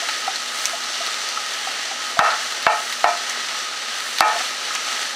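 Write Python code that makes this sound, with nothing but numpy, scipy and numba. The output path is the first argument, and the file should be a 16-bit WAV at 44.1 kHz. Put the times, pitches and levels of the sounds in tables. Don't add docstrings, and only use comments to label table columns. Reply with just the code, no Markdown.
import sys
import numpy as np
from scipy import signal
from scipy.fft import rfft, irfft, next_fast_len
from scipy.io import wavfile
from scipy.ndimage import uniform_filter1d
from numba import njit

SR = 44100
rng = np.random.default_rng(int(sys.argv[2]) if len(sys.argv) > 2 else 0)


def master(y):
    cut = np.clip(np.atleast_2d(y).T, -1, 1)
    pcm = np.round(cut * 32767)
    wavfile.write(sys.argv[1], SR, pcm.astype(np.int16))


def volts(x):
    e = np.asarray(x, float) / 20
    return 10 ** e


N = 227247
TRAVEL_S = 0.001139
RADIATES_HZ = 590

# f/Hz, level/dB, t60/s
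POT = [(353, -2, 0.19), (442, -9, 0.46), (481, -12, 0.96), (592.4, -5, 0.4), (651.3, 7, 0.12),
       (699, -5, 0.63), (712, 12, 0.08), (839, 3.5, 0.11), (857, 3.5, 0.32), (1022, 8.5, 0.044),
       (1115, 17.5, 0.032), (1270, 5, 0.63), (1264, 13, 0.19), (1357, 25.5, 0.024), (1460, -5, 0.41),
       (1510, 3, 0.052), (1793, 19, 0.036), (1868, 14.5, 0.054), (2210, 6, 0.06), (2378, -5.5, 0.36),
       (2660, 5.5, 0.07)]
# f/Hz, level/dB, t60/s
SPOON = [(773, 12.5, 0.054), (1387, 11.5, 0.034), (2000, 11, 0.023), (4330, -3, 0.012)]
# t/s, peak/dB, middle modes/dB, upper modes/dB, thump/dB
KNOCKS = [
    (2.19, -7.5, 9, -1.5, -17.5),
    (2.665, -9.5, 7, -1, -22.5),
    (3.041, -7, 0.5, -7, -42),
    (4.206, 1, 3.5, -7.5, -46),
]


def times():
    return np.arange(N) / SR


def unit(x):
    return x / np.sqrt(np.mean(x ** 2))


def decay(t, t60):
    return volts(-60 * t / t60)


def sine(hz, t):
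    return np.sin(2 * np.pi * hz * t)


def band(x, hz, width):
    return signal.lfilter(*signal.iirpeak(min(hz, 0.45 * SR), hz / width, fs=SR), x)


def butter(x, order, hz, kind="low"):
    return signal.sosfilt(signal.butter(order, hz, kind, fs=SR, output="sos"), x)


def colour(x, points):
    hz, db = np.transpose(points)
    size = next_fast_len(N)
    grid = np.log(np.arange(size // 2 + 1) * SR / size + 1)
    gain = volts(np.interp(grid, np.log(hz), db))
    return irfft(rfft(x, size) * gain, size)[..., :N]


def walk(rate):
    k = int(SR / rate)
    steps = np.repeat(rng.standard_normal(N // k + 1), k)
    return 1.2 * uniform_filter1d(uniform_filter1d(steps, k), k)[:N]


def clicks(rate, spread_db):
    where, size, sign = rng.random((3, N))
    heights = volts(-spread_db * np.log(size + 1e-9)) * np.sign(sign - 0.5)
    return unit((where < rate / SR) * heights)


def puffs(rate, spread_db, t60):
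    swell = signal.lfilter([1], [1, -volts(-60 / (t60 * SR))], np.abs(clicks(rate, spread_db)))
    return unit(swell * rng.standard_normal(N))


def frying():
    # t/s, level/dB
    fry_levels = [(0.0, -29), (0.4, -32), (0.66, -29), (0.85, -32), (1.03, -28.5), (1.25, -31),
                  (1.87, -31.5), (2.7, -31.5), (3.2, -31), (3.57, -31), (3.76, -33), (4.1, -31), (4.4, -29),
                  (4.62, -32.5), (4.92, -28), (5.15, -33)]
    # f/Hz, density/dB per Hz
    fry_colour = [(25, -47), (70, -40.5), (120, -33.5), (160, -30.5), (240, -17), (330, -16), (650, -8),
                  (950, -11.5), (1500, -5), (2500, -9), (4400, -6), (5200, -12.5), (8200, -17),
                  (15500, -38)]
    # f/Hz, width/Hz, level/dB
    pot_song = [(839.6, 20, -21), (1255.7, 12, -14.5), (1290, 37, -14.5), (1903, 300, -14),
                (2910, 500, -14), (5860, 860, -11)]
    s, db = np.transpose(fry_levels)
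    bright_db = 2.3 + 0.38 * (db + 30.5)

    fizz = puffs(700, 0.85, 0.0092) * volts(walk(23))
    hiss = colour(rng.standard_normal(N) + volts(-6.5) * fizz, fry_colour)
    low = butter(hiss, 1, 2500)
    high = (hiss - low) * volts(0.7 * walk(18))
    hiss = high + low * volts(0.6 * walk(14) - np.interp(times(), s, bright_db))

    top = butter(hiss, 2, 7000, "high")
    crackle = unit(band(band(clicks(25, 1.5), 5500, 6000), 5500, 6000))
    hiss = hiss + top * (volts(1.7 * walk(8)) - 1) + volts(-23) * hiss.std() * crackle
    song = np.zeros(N)
    for hz, width, song_db in pot_song:
        song += volts(song_db) * unit(band(hiss, hz, width)) * volts(1.5 * walk(12))
    return (unit(hiss) + song) * volts(np.interp(times(), s, db) + 2.5)


def hum():
    # f/Hz, rms/dB
    hum_lines = [(120, -72.5), (240, -58.5)]
    return sum(np.sqrt(2) * volts(db + 2.2 * walk(22.53)) * sine(hz, times()) for hz, db in hum_lines)


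def push(rows, contact_s):
    force = np.zeros((3, N))
    shape = np.hanning(int(contact_s * SR) + 2)
    for s, db, middle_db, upper_db, *_ in rows:
        i = int((s + TRAVEL_S) * SR)
        level = volts(db + np.array([[0], [middle_db], [upper_db]]))
        force[:, i:i + len(shape)] += level * shape / shape.sum()
    return force


def ring(force, modes, sign=1, damp=0.49):
    split_hz = (1050, 1600)
    out = np.zeros(N)
    for k, (hz, db, t60) in enumerate(modes):
        pole = np.exp(2j * np.pi * hz / SR - np.log(1000) / (damp * t60 * SR))
        group = force[np.searchsorted(split_hz, hz)]
        out += sign ** k * volts(db) * signal.lfilter([1], [1, -pole], group).imag
    return out


def taps():
    # t/s, peak/dB, middle modes/dB, upper modes/dB, note f/Hz
    tap_rows = [(0.022, -22.5, -5.5, -7, 690), (0.087, -25.5, 2, 9, 853), (0.277, -14.5, 2, -18, 771),
                (0.599, -29, 6, 1, 1294), (0.732, -20, -5, -14, 680), (1.005, -22, -3, -1, 677),
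                (1.086, -31, 14, 1, 1290), (1.372, -22, 8, -13, 1300), (1.671, -21, 2, -7, 770),
                (1.912, -24.5, -12, -14, 787), (2.17, -15.5, -16, -13, 690), (3.546, -41, 22.5, 0, 1300),
                (4.062, -31, 12, 21, 1880), (4.23, -18, -3, -7, 800), (4.298, -15, 0, 4, 1804),
                (4.358, -15.5, -7, -10, 677), (4.403, -22.5, 6.5, 8, 748), (4.705, -32, 13, 19, 1290),
                (4.93, -32.5, 14, 6, 1290)]
    force = volts(-23) * push(tap_rows, 0.0005)
    out = ring(force, POT, sign=-0.971, damp=0.92) + ring(volts(-1) * force, SPOON)
    out = butter(out, 4, RADIATES_HZ, "high")
    t = np.arange(SR // 4) / SR
    for s, db, *_, hz in tap_rows:
        rise = 1 - np.exp(-t / 0.002)
        note = volts(db + 4) * decay(t, 0.055) * rise * sine(hz, t)
        i = int(s * SR)
        out[i:i + len(t)] += note[:N - i]
    return out


def spits():
    # t/s, peak/dB, centre f/Hz, low
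    # part/dB, top part/dB
    spit_rows = [(0.0862, -10.5, 3700, 6, -9), (0.1362, -16, 3720, -10, -27), (0.358, -8, 4330, -7, -28),
                 (0.596, -16, 4380, -5, -31), (0.655, 3.5, 6060, -11.5, -29), (0.8362, -11, 4250, -11, -26),
                 (0.9446, -14, 3980, -9, -29), (1.064, -11, 4300, -3, -14), (1.2875, -11, 4330, -17, -11),
                 (1.4616, -11, 4760, -14, -37), (1.533, -14, 4000, -13, -18), (1.7133, -23, 3540, -29, -27),
                 (2.1908, -3.5, 4220, 9, -24), (2.302, -11.5, 3900, 4, -29), (2.626, -14, 4160, -11, -7),
                 (2.6647, -11.5, 3300, 3, -15), (2.9245, -15.5, 3730, 6, -4), (3.043, -12.5, 3880, 13, -34),
                 (3.2965, -4.5, 6100, -9, -34), (3.485, -11, 4210, -2, -29), (4.184, -7, 3660, -0.5, -11),
                 (4.2056, 3.5, 4700, -17, -7.5), (4.7507, -2.5, 6050, -1.5, -44),
                 (4.944, -25, 4040, 4, -25)]
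    out, puff = np.zeros(N + SR), np.zeros(N + SR)
    t = np.arange(SR // 10) / SR
    for s, db, hz, low_db, top_db in spit_rows:
        noise = rng.standard_normal((3, len(t)))
        snap = sine(hz, t) * decay(t, 0.0033)
        tick_fade = decay(t, 0.00076) + volts(-20.5) * decay(t, 0.04)
        tick = volts(top_db + 4.5) * unit(band(noise[0], 9900, 7000)) * tick_fade
        slap = unit(band(band(noise[1], 1800, 2000), 2100, 2000))
        slap = volts(low_db - 11.5) * slap * decay(t, 0.062)
        spray_db = -11 - 19 * np.log2(hz / 4000)
        spray = unit(band(band(noise[2], hz, 0.7 * hz), hz, 0.7 * hz))
        spray = volts(spray_db) * spray * decay(t, 0.073)
        i = int((s + 0.65 * TRAVEL_S) * SR)
        out[i:i + len(t)] += volts(db - 3.0) * (snap + tick + slap + spray)
        puff[i:i + len(t)] += volts(2 * db - 50) * decay(t, 0.025) * sine(90, t)
    return butter(out[:N], 2, RADIATES_HZ, "high") + puff[:N]


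def knocks():
    blows = push(KNOCKS, 0.00018)
    out = ring(volts(-19.5) * blows, POT, sign=-1.0735) + ring(volts(-5.5) * blows, SPOON)
    out = butter(out, 4, RADIATES_HZ, "high")
    t = np.arange(SR // 4) / SR
    for s, db, *_, thump_db in KNOCKS:
        crack = volts(-36) * band(rng.standard_normal(len(t)), 5500, 6000) * decay(t, 0.003)
        thump = volts(thump_db + 13.5) * band(sine(200, t) * decay(t, 0.013), 250, 460)
        grate = volts(db - 24) * decay(t, 0.16) * sine(330, t)
        i = int((s + TRAVEL_S) * SR)
        out[i:i + len(t)] += crack + thump + grate
    return out


def drag(start_s, db, hold_s, fade_db_per_s, bright_db):
    t = np.maximum(times() - start_s, 0)
    sag_db = 42 * np.minimum(t, hold_s)
    slide = volts(db - sag_db - fade_db_per_s * np.maximum(t - hold_s, 0))
    rattle = volts(-4) * decay(t, 0.081)
    level = (t > 0) * (slide + rattle)
    middle_db = bright_db - 17.5 * np.exp(-t / 0.074)
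    return level * volts([0 * t, middle_db, 0 * t + bright_db - 9])


def scrapes():
    # start t/s, level/dB, hold/s, fade/dB per s, brightness/dB
    scrape_rows = [
        (2.191, -19, 0.085, 153, 1),
        (2.667, -18, 0.031, 197, -0.5),
        (3.043, -21, 0.03, 170, -2),
        (4.215, -23, 0.11, 198, 0),
    ]
    slips = np.array([clicks(1500, 2.0) for _ in range(3)])
    rub = slips * sum(drag(*row) for row in scrape_rows)
    out = ring(volts(-38) * rub, POT, sign=-1.0735) + ring(volts(-38) * rub, SPOON)
    out += volts(-5) * band(band(rub[0] + 2 * rub[2], 3000, 1600), 3000, 2200)
    return butter(out, 4, RADIATES_HZ, "high")


def smear(x, t60):
    t = np.arange(int(t60 * SR)) / SR
    tail = rng.standard_normal(len(t)) * decay(t, t60)
    return signal.fftconvolve(x, tail / np.sqrt(np.sum(tail ** 2)))[:N]


def scene():
    events = taps() + spits() + knocks() + scrapes()
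    room = volts(-13) * band(smear(events, 0.13), 1100, 3100)
    mid = events + frying() + hum() + room
    side_colour = [(30, -9), (300, 3), (1400, -7), (4500, 4), (8000, 5), (14000, -6)]  # f/Hz, level/dB
    side = volts(-23.5) * colour(smear(mid, 0.046), side_colour)
    return np.array([mid + side, mid - side])


@njit
def ducking(x, top, slope, attack, release):
    gain, e = np.ones(len(x)), 0.
    for i in range(len(x)):
        a = abs(x[i])
        e += (a - e) * (attack if a > e else release)
        if e > top:
            gain[i] = (top / e) ** slope
    return gain


def roll_off(x):
    return signal.sosfilt(signal.butter(12, 16480, fs=SR, output="sos"), x)


def record(dry):
    gain = ducking(dry.mean(axis=0), 0.2, 0.91, 0.0079, 0.0024)
    clipped = np.clip(dry * gain, -1, 1)
    top_cut = signal.ellip(8, 0.2, 50, 15600, fs=SR, output="sos")
    mix = np.clip(signal.sosfilt(top_cut, clipped), -1, 1)
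    return roll_off(mix)


dry = scene()
out = record(dry)
master(out)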